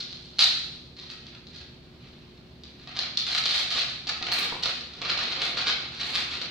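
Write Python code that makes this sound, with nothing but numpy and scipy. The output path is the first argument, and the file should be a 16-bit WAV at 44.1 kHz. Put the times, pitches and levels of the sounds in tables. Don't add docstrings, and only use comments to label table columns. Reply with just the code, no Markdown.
import sys
import numpy as np
from scipy import signal
from scipy.fft import rfft, irfft
from scipy.io import wavfile
from scipy.ndimage import uniform_filter1d

SR = 44100
rng = np.random.default_rng(int(sys.argv[2]) if len(sys.argv) > 2 else 0)


def put_to_file(sound):
    columns = np.atleast_2d(sound).T
    safe = np.clip(columns, -1, 1)
    whole_steps = np.round(safe * 32767)
    wavfile.write(sys.argv[1], SR, whole_steps.astype(np.int16))


def undo_db(level):
    steps = np.asarray(level, float) / 20
    return 10 ** steps


N = 287002
T = np.arange(N) / SR

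# (frequency [Hz], relative density [dB per Hz])
PAPER_SPECTRUM = [(200, -38), (400, -24.5), (600, -18), (735, -12.5), (950, -16.5), (1230, -10),
                  (1600, -14.5), (2400, -9), (2950, -10.5), (4250, 1.5), (5200, -10), (6500, -20),
                  (8500, -29), (12000, -37.5), (15700, -39.5), (16500, -55)]


def rms(x):
    return np.sqrt(np.mean(x ** 2))


def along(hz, table, column=1):
    rows = np.array(table, float)
    return np.interp(np.log(np.maximum(hz, 1)), np.log(rows[:, 0]), rows[:, column])


def response(table, size=1024):
    level = undo_db(along(np.fft.rfftfreq(size, 1 / SR), table))
    cepstrum = irfft(np.log(level))
    cepstrum[1:size // 2] *= 2
    cepstrum[size // 2 + 1:] = 0
    return irfft(np.exp(rfft(cepstrum)))


def band_filter(x, hz, kind, order):
    return signal.sosfilt(signal.butter(order, hz, kind, fs=SR, output="sos"), x)


def split(x):
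    bands = (1500, "low"), ([1500, 3000], "band"), ([3000, 7000], "band"), (7000, "high")
    return [band_filter(x, hz, kind, 3) for hz, kind in bands]


def impulses(s, size):
    out = np.zeros(N)
    np.add.at(out, np.clip((np.asarray(s) * SR).astype(int), 0, N - 1), size)
    return out


def noise_pair(shape, alike):
    common, opposed = rng.standard_normal((2, *shape)) + 1j * rng.standard_normal((2, *shape))
    alike = np.clip(alike, 0, 1)
    return np.sqrt(1 + alike) * common + np.sqrt(1 - alike) * opposed * np.array([[1], [-1]])


def air():
    # (frequency [Hz], relative density [dB per Hz])
    vent_spectrum = [(30, -35), (50, -28), (62, -3), (80, -0.5), (98, -16), (125, 0), (200, -6.5),
                     (370, -12.5), (480, -16.5), (900, -23), (1500, -27), (4200, -25), (6500, -42),
                     (10000, -51.5), (15800, -51)]
    # (frequency [Hz], likeness of left and right [0-1])
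    vent_alike = [(60, 0.95), (130, 0.98), (290, 0.77), (640, 0.49), (1410, 0), (3100, 0), (6820, 0),
                  (15000, 0.31)]
    # (frequency [Hz], rms level [dB])
    mains_lines = [(59.2, -62.5), (118.4, -63.5), (242.2, -59), (360.7, -61.5)]
    hz = np.fft.rfftfreq(N, 1 / SR)
    spectrum = noise_pair(hz.shape, along(hz, vent_alike)) * undo_db(along(hz, vent_spectrum)) * (hz > 20)
    noise = irfft(spectrum, N)
    out = noise / rms(noise) * undo_db(-50.5 + np.array([[-.4], [.4]]))
    for f, db in mains_lines:
        waver = np.cumsum(rng.standard_normal(N)) * 0.0346
        out = out + np.sqrt(2) * undo_db(db) * np.sin(2 * np.pi * f * T + waver)
    return out


def room():
    echo_delays = [4.2, 11.5, 17.2, 25, 28, 33.6, 42]
    # (left [dB], right [dB])
    echo_levels = [(-2, -3), (-8, -9), (-8, -5), (-10, -11), (-10, -10), (-7, -7), (-8, -9)]
    # (frequency [Hz], t60 [s], relative level [dB], likeness of left and right [0-1])
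    tail_bands = [(249, 0.53, -6.5, 0.87), (530, 0.93, 4.5, 0.88), (1080, 0.7, 4.5, 0.14),
                  (2000, 0.69, 5.5, 0.17), (3700, 0.72, 4, 0.03), (7300, 0.67, -1, 0),
                  (14000, 0.28, -3, 0.4)]
    size = SR
    t, hz = T[:size], np.fft.rfftfreq(size, 1 / SR)
    noise = noise_pair(hz.shape, along(hz, tail_bands, column=3))
    out = np.zeros((2, size))
    for ms, db in zip(echo_delays, echo_levels):
        path = (ms + .12 * rng.standard_normal(2)) * SR / 1000
        out[[0, 1], path.astype(int)] = undo_db(np.array(db))
    out = signal.lfilter([.7], [1, -.35], out)
    log_centres = np.log(np.array(tail_bands)[:, 0])
    for k, (_, t60, db, _) in enumerate(tail_bands):
        share = np.interp(np.log(hz + 1), log_centres, np.arange(len(tail_bands)) == k)
        band = irfft(noise * share, size) * np.sqrt(size) / 2
        fall = undo_db(-60 * t / t60) * (1 - np.exp(-t / 0.011))
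        out += band * undo_db(db) * fall / np.sqrt(np.sum(fall ** 2))
    out[0, 1], out[1, 0] = undo_db(-.7), undo_db(.6)
    return out


def ring(modes, hits):
    s, hit_db, tilt_db = np.transpose(hits)
    chance = rng.standard_normal((len(s), len(modes)))
    t, out = T[:SR // 2], 0
    for k, (hz, db, t60) in enumerate(modes):
        octaves = np.log2(hz / modes[0][0])
        blows = impulses(s, undo_db(hit_db + db + tilt_db * octaves + 2 * chance[:, k]))
        mode = np.sin(2 * np.pi * hz * t) * undo_db(-60 * t / t60)
        out = out + signal.fftconvolve(blows, mode)[:N]
    return out


def hollow_tool():
    # (frequency [Hz], relative level [dB], t60 [s])
    tool_modes = [(732, -1, .2), (1240, -3, .15), (1297, -5, .15), (1897, -2, .2), (2590, -3, .17)]
    # (time [s], relative level [dB], brightness [dB per octave])
    taps = [(1.099, -67.5, 11.5), (1.129, -70, 5), (1.201, -74, 10.5), (2.872, -54.5, 1), (4.07, -52, -2),
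            (4.12, -53, 6), (4.214, -45.5, 1)]
    return ring(tool_modes, taps)


def metal_piece():
    # (frequency [Hz], relative level [dB], t60 [s])
    metal_modes = [(5770, -7, .1), (6670, -25, 0.079), (6900, -4, 0.07), (7930, -18, .1),
                   (8298, 1.5, 0.067), (8750, -15, .1), (9800, -17, .1), (9800, -8.5, 0.11),
                   (10300, -12, .08), (10600, -18, 0.07), (11650, -8, 0.088), (11650, -2.5, 0.088),
                   (12300, -9, .1), (12250, -19, .08), (13670, -8, 0.083), (13800, -9, .1),
                   (15640, -6, 0.066)]
    # (time [s], relative level [dB], brightness [dB per octave])
    jingles = [(4.321, -50.5, 1), (4.335, -48, -4), (4.359, -49, -3), (4.388, -43, -3), (4.404, -53, -3),
               (4.442, -57, 0), (4.473, -64, -2)]
    return ring(metal_modes, jingles)


def knocks():
    # (time [s], relative level [dB], pitch [Hz])
    table_blows = [(3.459, -26, 1200), (3.758, -25, 1230), (4.069, -34.5, 750), (4.213, -29, 775),
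                   (4.452, -33, 1240), (4.524, -19, 960), (4.659, -19.5, 1310), (5.017, -26.5, 1150),
                   (5.174, -28, 855), (5.223, -27.5, 750), (5.543, -32, 557), (5.573, -25, 1380),
                   (5.667, -23, 1390), (6.415, -30, 1230)]
    out, t = np.zeros(N + 2000), T[:2000]
    for s, db, hz in table_blows:
        i = int(s * SR)
        thump = np.sin(2 * np.pi * hz * t) * np.exp(-t / .0016)
        under = .4 * np.sin(np.pi * hz * t) * np.exp(-t / .002)
        out[i:i + 2000] += undo_db(db) * (thump + under)
    return out[:N]


def freedom(s):
    # (time [s], freedom [dB])
    looseness = [(0, -16), (.5, -9), (1.2, -2.5), (2.0, 1), (2.9, 4), (3.2, -2.5), (3.7, 0.5), (4.1, -2),
                 (4.27, 10.5), (4.7, 4), (5.05, 8), (5.5, 9), (5.8, 6.5), (6.2, 5.5), (6.5, 7.5)]
    return np.interp(s, *np.transpose(looseness))


def movement(s, length):
    attack = 0.0053 * undo_db(0.47 * freedom(s))
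    settle_db, settle_s = -9.5, 0.1
    after = T - s - length
    settling = undo_db(settle_db) * np.exp(-np.maximum(after, 0) / settle_s)
    shape = np.where(after < 0, 1, settling)
    return uniform_filter1d(shape * np.clip((T - s) / attack, 0, 1), size=130)


def effort(share_db, per_bright, per_free):
    # (start [s], length [s], crackle [dB], brightness [dB])
    strokes = [(0.0, 0.034, -30.5, -3), (0.132, 0.32, -49.5, 4), (0.385, 0.062, -17.5, 7),
               (.964, 0.12, -44.5, -5), (1.093, 0.045, -41, 5.5), (1.255, .1, -53, -24),
               (1.464, 0.072, -55, -3), (1.531, 0.093, -46, 1), (1.983, .26, -57.5, -16),
               (2.64, 0.064, -51.5, -4), (2.786, .08, -53.5, 2), (2.868, 0.066, -45, -18),
               (2.944, 0.12, -37, -16), (3.172, 0.024, -27, 7.5), (3.265, .13, -26, 5.5),
               (3.45, 0.022, -21.5, 7), (3.486, 0.037, -21.5, 6), (3.536, 0.064, -23, 8),
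               (3.701, 0.12, -23.5, 3.5), (4.07, 0.035, -27.5, 1), (4.258, 0.032, -31, -12),
               (4.313, 0.15, -29, 6.5), (4.621, 0.079, -28, 6), (4.928, 0.087, -45.5, -5),
               (5.009, 0.083, -34, -13), (5.09, 0.035, -29.5, -8), (5.176, 0.069, -30, -1),
               (5.27, 0.18, -34.5, -3), (5.409, 0.074, -30.5, 7.5), (5.564, 0.061, -28.5, -1.5),
               (5.661, 0.048, -24.5, -4.5), (5.915, 0.11, -43, 1), (5.988, 0.047, -31.5, 2.5),
               (6.046, 0.11, -35, 11), (6.133, 0.074, -26, 6.5), (6.304, 0.052, -32, 3),
               (6.411, 0.023, -34, -3)]
    power = undo_db(-62.5) ** 2
    for s, length, db, bright_db in strokes:
        power = power + (movement(s, length) * undo_db(db + per_bright * bright_db)) ** 2
    return np.sqrt(power) * undo_db(share_db + per_free * freedom(T))


def flex():
    bumps = (rng.random(N) < 200 / SR) * rng.standard_normal(N)
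    boom = band_filter(bumps, [200, 480], "band", 2)
    moved = uniform_filter1d(effort(0, 0, 0), size=3000) ** 0.59
    picked_up = T > 4.2
    return boom / rms(boom) * moved * undo_db(-37.5 + 1.18 * freedom(T)) * picked_up


def slip_run(ms, size=1500):
    t = np.maximum(T[:size] - .001, 0) * 1000 / np.clip(ms, .1, 6)
    slips = rfft(rng.standard_normal(size) * (1 - np.exp(-6 * t)) * np.exp(-t))
    return irfft(slips / np.sqrt(uniform_filter1d(abs(slips) ** 2, size=30)), size)


def snaps():
    # (time [s], relative level [dB], depth [dB])
    bursts = [(0.1286, -24.5, 3), (0.3919, -2, 2), (0.407, -22, -3), (0.4246, -4, -4), (0.6966, -40, -2),
              (0.9664, -37, 1), (0.9987, -27.5, -10), (1.1014, -25.5, -7), (1.121, -38, 1),
              (1.2675, -31.5, -5), (1.469, -34.5, -5), (1.5614, -28.5, -8), (1.584, -33, -7),
              (2.636, -30, -6), (2.8744, -30, 1), (2.9704, -18, 5), (2.99, -9.5, 0.5), (3.027, -24, -7),
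              (3.173, -9, -19), (3.2077, -27, 10), (3.2665, -15, -5), (3.2883, -20, 8), (3.3775, -24, -3),
              (3.4387, -14, 1), (3.4561, -10, -10), (3.496, -17, -9), (3.579, -13, -13), (3.705, -15.5, -8),
              (3.7782, -14, 13), (4.0707, -19.5, -9), (4.0892, -20, 9), (4.2254, -16.5, 6),
              (4.2684, -19.5, 8), (4.317, -14.5, 3), (4.4404, -28, -2), (4.4969, -21.5, 8),
              (4.6348, -11.5, -8), (4.6573, -11.5, 2), (4.809, -24, -11), (4.9372, -29, 0),
              (5.017, -19.5, -11), (5.1006, -14.5, 4.5), (5.1761, -16, 6), (5.1906, -19, -1),
              (5.237, -15.5, 6), (5.3218, -23.5, 8), (5.418, -13, 8.5), (5.5721, -17, 8.5),
              (5.681, -11.5, 2.5), (5.9658, -33, 4), (6.0077, -23, 4), (6.4155, -17, 9)]
    share_db = np.array([-23.5, -12, 0.5, -31])
    per_depth = np.array([1.11, 0.73, -0.033, -.2])
    out, colour = np.zeros(N + 3000), split(response(PAPER_SPECTRUM))
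    for s, db, depth_db in bursts:
        slips = slip_run(0.61 * undo_db(0.62 * freedom(s)))
        parts = [signal.fftconvolve(slips, part) for part in colour]
        levels = undo_db(db + share_db + depth_db * per_depth)
        pop = sum(p / abs(p).max() * level for p, level in zip(parts, levels))
        i = int((s - .001) * SR)
        out[i:i + len(pop)] += pop
    return out[:N]


def crackle():
    band_shares = (-17, -6, 0, -23)
    per_brightness = (-0.22, -0.15, 0.013, 1)
    per_freedom = (0.66, 0.37, 0.024, 0)
    slip_ms, clump_db, clump_s = 1.05, 3, .009
    pop_sizes = undo_db(np.minimum(3.5 * rng.exponential(size=N), 10))
    pops = (rng.random(N) < 700 / SR) * pop_sizes
    buckling = signal.lfilter([1], [1, -np.exp(-1000 / SR / slip_ms)], pops)
    slips = buckling * rng.standard_normal(N)
    hiss = undo_db(-3.5) * rng.standard_normal(N)
    clumps = undo_db(clump_db * np.interp(T, np.arange(2000) * clump_s, rng.standard_normal(2000)))
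    clicks = clumps * (slips / rms(slips) + hiss)
    parts = split(signal.fftconvolve(clicks, response(PAPER_SPECTRUM))[:N])
    laws = zip(band_shares, per_brightness, per_freedom)
    return sum(p / rms(p) * effort(*law) for p, law in zip(parts, laws))


def scene():
    paper = undo_db(-4) * crackle() + undo_db(-1.5) * snaps() + undo_db(-8) * flex() + undo_db(-3.5) * knocks()
    things = hollow_tool() + metal_piece()
    table = signal.fftconvolve(things[None], room(), axes=1)[:, :N]
    places, place_s = 6, .03
    turn = T / place_s % places
    for k in range(places):
        distance = abs((turn - k + places / 2) % places - places / 2)
        here = np.maximum(1 - distance, 0)
        table = table + signal.fftconvolve((paper * here)[None], room(), axes=1)[:, :N]
    return table * undo_db(np.array([[-.15], [.15]])) + air()


def low_pass(x):
    return signal.sosfilt(signal.butter(12, 15950, fs=SR, output="sos"), x)


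def record(dry):
    mix = signal.sosfilt(signal.ellip(8, .2, 70, 15850, fs=SR, output="sos"), dry)
    return low_pass(mix)


dry = scene()
out = record(dry)
put_to_file(out)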